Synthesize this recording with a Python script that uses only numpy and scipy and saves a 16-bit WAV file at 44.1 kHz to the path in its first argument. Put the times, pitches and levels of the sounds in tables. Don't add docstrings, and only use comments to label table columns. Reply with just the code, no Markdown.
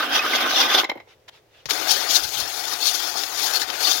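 import sys
import numpy as np
from scipy import signal
from scipy.fft import rfft, irfft, next_fast_len
from scipy.io import wavfile

SR = 44100
rng = np.random.default_rng(int(sys.argv[2]) if len(sys.argv) > 2 else 0)


def wav_out(sig):
    wavfile.write(sys.argv[1], SR, np.round(np.clip(np.atleast_2d(sig).T, -1, 1) * 32767).astype(np.int16))


N = 176400
TIME = np.arange(N) / SR
COVER_S = 1.6565
BASS_CUT_HZ = 220

# pitch_hz, width_hz, first_lift_db, second_lift_db
RESONANCES = [(315, 4.8, 0.5, 5), (730, 79, 6, 6.5), (830, 120, 4.5, 1.5), (1073, 23, 9.5, -5),
              (1217, 82, 10, 4), (1514, 160, 10, 6), (3267, 70, 7, 3.5), (4380, 100, -1.5, 7.5),
              (4936, 46, 6, 3), (5150, 45, 7.5, 6.5), (12120, 300, 4, 3.5)]
# pitch_hz, level_db
SECOND_COLOUR = [(60, -35), (130, -29.5), (200, -23.5), (290, -10), (420, -6), (620, -8), (850, -2.5),
                 (1020, -7), (1400, -6.5), (2000, -7), (2800, -7), (4700, -2), (6400, -4.5), (7100, -12.5),
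                 (7600, -23.5), (8700, -26), (10200, -20.5), (16000, -24)]


def cranking():
    # time_s, level_db
    first_bite = [(0.0, -29), (0.062, -37.5), (0.082, -41.5), (0.152, -22), (0.212, -36.5), (0.25, -33),
                  (0.346, -29), (0.36, -20), (0.374, -31), (0.408, -27.5), (0.44, -38), (0.515, -25.5),
                  (0.535, -26.5), (0.565, -23), (0.61, -19), (0.65, -26.5), (0.684, -32), (0.756, -18.5),
                  (0.768, -22), (0.788, -18), (0.835, -42.5)]
    second_bite = [(1.69, -45), (1.7, -23.5), (1.76, -31.5), (1.87, -30.5), (1.91, -17.5), (1.96, -25.5),
                   (2.0, -28), (2.06, -33), (2.11, -21), (2.165, -17.5), (2.2, -28.5), (2.32, -32),
                   (2.405, -25), (2.44, -35), (2.72, -30.5), (2.78, -34.5), (2.835, -25), (2.885, -19),
                   (2.91, -27.5), (3.1, -29.5), (3.14, -37), (3.19, -25), (3.28, -37.5), (3.43, -24.5),
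                   (3.52, -29), (3.565, -22.5), (3.59, -32.5), (3.625, -28), (3.645, -40), (3.79, -32),
                   (3.84, -21), (3.915, -20), (3.935, -25.5), (4.0, -29.5)]
    # time_s, level_db
    first_grind = [(0.0, -30.5), (0.04, -28), (0.05, -30), (0.096, -30.5), (0.162, -23.5), (0.21, -30.5),
                   (0.28, -28), (0.324, -28), (0.342, -25), (0.38, -28), (0.45, -24.5), (0.485, -26.5),
                   (0.53, -29), (0.606, -25.5), (0.68, -27.5), (0.778, -22.5), (0.81, -29), (0.835, -43.5)]
    second_grind = [(1.69, -30.5), (1.703, -30), (2.15, -29.5), (2.3, -39.5), (2.39, -33), (2.521, -37),
                    (2.68, -34), (2.97, -36.5), (3.06, -32), (3.135, -38), (3.16, -32), (3.3, -36.5),
                    (3.56, -29), (3.59, -33.5), (3.67, -35.5), (3.7, -29.5), (3.78, -34), (3.89, -28),
                    (3.92, -34), (4.0, -34)]
    # pitch_hz, level_db
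    first_colour = [(60, -30), (130, -19), (190, -14.5), (270, 1), (600, -2.5), (1400, -1.5), (2400, 0),
                    (3500, 3), (4300, 1), (6000, 0), (7300, -24), (8400, -35), (11000, -23.5),
                    (16000, -27.5)]
    _, _, first_lifts, second_lifts = np.transpose(RESONANCES)
    first = shaving(first_bite, first_grind, first_colour, first_lifts,
                    grind_trim_db=2.5, bite_trim_db=2.5, spray_trim_db=-34.5, spray_share=0.6)
    second = shaving(second_bite, second_grind, SECOND_COLOUR, second_lifts,
                     grind_trim_db=4.5, bite_trim_db=5, spray_trim_db=-28, spray_share=0.77)
    return first + second


def shaving(bite, grind, tone, lifts_db, grind_trim_db, bite_trim_db, spray_trim_db, spray_share):
    times, levels = np.transpose(bite)
    turning = np.interp(TIME, [times[0] - .004, times[0], times[-1], times[-1] + .02], [0, 1, 1, 0])
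    bite_db = np.interp(TIME, times, levels)
    grind_db = np.interp(TIME, *np.transpose(grind))
    spray_db = spray_share * (bite_db - levels.mean())
    scrape = machine_body(shimmer(fractures()), tone, lifts_db)
    low, treble = split(scrape, hz=2780, steepness=6.6)
    edge, spray = split(treble, hz=7140, steepness=22)
    judder = drift(rate_hz=29)
    layers = (rms_one(low) * from_db(grind_db + grind_trim_db + 0.75 * judder)
              + rms_one(edge) * from_db(bite_db + bite_trim_db + 1.48 * judder)
              + rms_one(spray) * from_db(spray_db + spray_trim_db + 1.48 * judder))
    return turning * (layers + chips(tone, lifts_db))


def fractures(clicks_per_s=9000, spread_db=1.5):
    sizes = from_db(spread_db * np.minimum(rng.exponential(1, (2, N)), 5))
    signs = rng.choice([-1, 1], (2, N))
    breaks = rng.random((2, N)) < clicks_per_s / SR
    return two_ports(sizes * signs * breaks)


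def machine_body(x, tone, lifts_db):
    def gain_at(hz):
        peaks_db = sum(lift / (1 + (2 * (hz - pitch) / width) ** 2)
                       for (pitch, width, _, _), lift in zip(RESONANCES, lifts_db))
        return from_db(at_hz(tone, hz) + peaks_db)
    return rms_one(shape(x, gain_at))


def shimmer(x, depth_db=4, width_hz=62, length_s=0.0085):
    # pitch_hz, share_of_depth
    depth_shares = [(300, 0.5), (1500, 0.62), (4500, 0.8), (12000, 0.89)]
    hz, times, bands = signal.stft(x, SR, nperseg=512, noverlap=384)
    steps = np.arange(-12, 13)
    pitch_blur = np.exp(-.5 * (steps * hz[1] / width_hz) ** 2)
    time_blur = np.exp(-.5 * (steps * times[1] / length_s) ** 2)
    chance = rng.standard_normal(bands.shape[1:])
    swell = rms_one(signal.fftconvolve(chance, np.outer(pitch_blur, time_blur), "same"))
    gain = from_db(depth_db * at_hz(depth_shares, hz)[:, None] * swell)
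    gain /= np.sqrt(np.mean(gain ** 2, axis=1, keepdims=True))
    bands = bands * gain * from_db(blade_ring_db(hz, times))
    return signal.istft(bands, SR, nperseg=512, noverlap=384)[1][:, :N]


def blade_ring_db(hz, times, width_hz=110):
    centre_hz = 3580 + 45 * np.interp(times, TIME, drift(rate_hz=20))
    lift_db = 7.5 + 2.5 * np.interp(times, TIME, drift(rate_hz=20))
    return lift_db / (1 + (2 * (hz[:, None] - centre_hz) / width_hz) ** 2)


def chips(tone, lifts_db):
    # start_s, level_db
    cracks = [(0.192, -16.5), (0.266, -24), (0.357, -24), (0.747, -15.5), (0.786, -29), (1.707, -5),
              (2.167, -17.5), (2.681, -18), (3.235, -12.5), (3.616, -12.5), (3.701, -15.5), (3.913, -20)]
    level = sum(from_db(db) * burst(start, rise_s=0.00046, decay_s=0.0053) for start, db in cracks)
    return cut(level * machine_body(fractures(), tone, lifts_db), 1200, "high")


def squeaks():
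    # start_s, pitch_hz, peak_db
    slips = [(0.0, 1550, -16.5), (0.002, 1253, -17.5), (0.026, 1487, -15.5), (0.189, 2535, -16),
             (0.241, 1230, -16.5), (0.262, 1485, -12.5), (0.333, 2110, -15.5), (0.461, 1350, -20.5),
             (0.534, 742, -17.5), (0.542, 3930, -21.5), (0.586, 780, -21.5), (0.745, 3530, -6.5),
             (0.781, 3240, -12), (0.835, 1010, -27.5), (3.153, 800, -20), (3.618, 1820, -20.5)]
    friction, out = rng.standard_normal(N), 0
    for start, hz, db in slips:
        voice = ring(friction * burst(start, rise_s=0.0013, decay_s=0.0082), hz, ring_s=.035)
        out = out + from_db(db) * voice / np.abs(voice).max()
    return cut(out, BASS_CUT_HZ, "high", order=2)


def gear_knocks(level_db=-23, click_db=10, grit_db=-5.5):
    # start_s, level_db, decay_s, brightness_hz
    knocks = [(0.74, -15.5, 0.045, 460), (0.773, -37, 0.013, 600), (0.831, -17, 0.0031, 1500),
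              (0.841, -19, 0.0062, 7050), (0.889, -12.5, 0.0027, 503), (0.8949, -16.5, 0.0045, 3970),
              (0.913, -21, 0.0051, 1700), (0.951, -21, 0.014, 300), (0.971, -36, 0.01, 1700),
              (0.998, -38, 0.0086, 2660), (1.07, -44, 0.005, 900)]
    # pitch_hz, level_db, ring_s
    gear_notes = [(333, -4.5, 0.018), (470, -0.5, 0.0098), (792, 2.5, 0.017), (1030, 2.5, 0.0082),
                  (1415, -4, 0.0077), (2113, 5, 0.019), (2780, -7, 0.012), (3110, -2.5, 0.014),
                  (4010, 1.5, 0.015), (5200, 3.5, 0.0061), (7050, -6, 0.014)]
    contacts = fractures()
    grit = from_db(grit_db) * cut(contacts, 11700, "high")
    force = 0
    for start, db, decay_s, hz in knocks:
        thud = cut(contacts, hz, "low", order=2) * (1 + 1800 / hz) ** .5
        hiss = grit * hz / (hz + 1500)
        force = force + from_db(db) * burst(start, 0.0027, decay_s) * (thud + hiss)
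    iron = sum((-1) ** k * from_db(db) * ring(force, hz, ring_s)
               for k, (hz, db, ring_s) in enumerate(gear_notes))
    return from_db(level_db) * cut(iron + from_db(click_db) * force, BASS_CUT_HZ, "high", order=3)


def rubbing():
    # middle_s, half_length_s, level_db
    rubs = [(1.111, 0.03, -52.5), (1.289, 0.0072, -39), (1.359, 0.033, -52), (1.584, 0.056, -54.5)]
    # pitch_hz, level_db
    rub_colour = [(200, -27.5), (700, 2.5), (1600, 1.5), (2700, 5), (6000, -1.5), (8000, -13.5),
                  (16000, -19)]
    level = 0
    for middle, half_length, db in rubs:
        offset = (TIME - middle) / half_length
        level = level + from_db(db) / (1 + offset ** 2) ** .5 * np.exp(-(offset / 1.3) ** 4)
    return level * rms_one(colour(shimmer(fractures()), rub_colour))


def finger_tap():
    click = from_db(-24) * burst(COVER_S, rise_s=0.00047, decay_s=.005)
    tail = from_db(-35) * burst(COVER_S, rise_s=.0003, decay_s=.035)
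    return (click + tail) * rms_one(colour(rng.standard_normal((2, N)), SECOND_COLOUR))


def finger_rumble():
    # time_s, level_db
    rumble_levels = [(1.65, -46), (1.658, -37.5), (1.69, -53), (2.19, -53), (2.25, -39), (2.33, -51),
                     (2.41, -40), (2.5, -56.5), (4.0, -57)]
    # pitch_hz, level_db
    rumble_colour = [(20, -8), (50, -0.5), (130, -1), (200, -13.5), (1500, -47)]
    level = from_db(np.interp(TIME, *np.transpose(rumble_levels)))
    return level * rms_one(colour(rng.standard_normal(N), rumble_colour))


def room_echo(x, level_db=-21.5, ring_s=0.31):
    fade = from_db(-60 * TIME[:SR // 2] / ring_s)
    tail = cut(rng.standard_normal((2, SR // 2)), 2700, "low", order=1) * fade
    tail /= np.sqrt(np.sum(tail[0] ** 2))
    return from_db(level_db) * signal.fftconvolve(x, tail, axes=1)[:, :N]


def room_noise(level_db=-59):
    # pitch_hz, level_db
    hush_colour = [(25, -14), (60, -6.5), (105, 3), (200, -16.5), (420, 1), (700, -8), (1200, -15),
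                   (6000, -20), (8500, -27)]
    return from_db(level_db) * rms_one(colour(two_ports(rng.standard_normal((2, N))), hush_colour))


def two_ports(pair):
    # pitch_hz, likeness
    likeness = [(100, 0.88), (300, 1), (800, 0.47), (1080, 0.069), (1500, 0.59), (3000, 0.15),
                (5000, 0.058)]

    def alike(hz):
        return np.clip(at_hz(likeness, hz), -.98, .98)
    mid = shape(pair[0], lambda hz: np.sqrt(1 + alike(hz)))
    side = shape(pair[1], lambda hz: np.sqrt(1 - alike(hz)))
    return rms_one(np.array([mid + side, mid - side]))


def from_db(db):
    return 10 ** (np.asarray(db) / 20)


def rms_one(x):
    return x / np.sqrt(np.mean(x ** 2) + 1e-20)


def at_hz(points, hz):
    pitches, values = np.transpose(points)
    return np.interp(np.log(hz + 1e-3), np.log(pitches), values)


def shape(x, gain_at):
    size = next_fast_len(N + SR // 4, True) // 2 * 2
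    hz = np.arange(size // 2 + 1) * SR / size
    cepstrum = irfft(np.log(gain_at(hz) + 1e-6))
    cepstrum[1:size // 2] *= 2
    cepstrum[size // 2 + 1:] = 0
    return irfft(rfft(x, size) * np.exp(rfft(cepstrum)))[..., :N]


def colour(x, points):
    return shape(x, lambda hz: from_db(at_hz(points, hz)))


def cut(x, hz, keep, order=4):
    sections = signal.butter(order, np.clip(hz, 10, .45 * SR), keep, fs=SR, output="sos")
    return signal.sosfilt(sections, x + 1e-18)


def split(x, hz, steepness):
    pitches = np.arange(N // 2 + 1) * SR / N
    low = irfft(rfft(x) / (1 + (pitches / hz) ** steepness), N)
    return low, x - low


def drift(rate_hz):
    return rms_one(cut(rng.standard_normal(N + SR), rate_hz, "low", order=2)[SR:])


def ring(x, hz, ring_s):
    fade = from_db(-60 / (ring_s * SR))
    angle = 2 * np.pi * hz / SR
    return signal.lfilter([0, np.sin(angle)], [1, -2 * fade * np.cos(angle), fade * fade], x + 1e-18)


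def burst(start_s, rise_s, decay_s):
    age = TIME - start_s
    return np.clip(age / rise_s, 0, 1) * np.exp(-np.maximum(age - rise_s, 0) / decay_s)


def scene():
    machine = cranking() + squeaks() + gear_knocks() + rubbing()
    return machine + room_noise() + room_echo(machine) + finger_tap()


def record(dry, covering_s=0.0037, top_hz=16100):
    # pitch_hz, level_db
    open_port = [(200, -0.5), (380, -4.5), (520, 2.5), (800, 0), (3000, 1.5), (5000, -3.5), (8000, -9),
                 (14000, -2)]
    covered_port = [(100, -26), (280, -50), (1000, -28.5), (1500, -26.5), (2500, -17), (3800, -23.5),
                    (5000, -39.5), (14000, -33.5)]
    covered = np.clip((TIME - COVER_S) / covering_s + 1, 0, 1)
    muffled = colour(dry[1], covered_port) + finger_rumble()
    right = (1 - covered) * colour(dry[1], open_port) + covered * muffled
    treble_cut = signal.ellip(12, .2, 80, top_hz, fs=SR, output="sos")
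    return signal.sosfilt(treble_cut, np.array([dry[0], right]))


dry = scene()
out = record(dry)
wav_out(out)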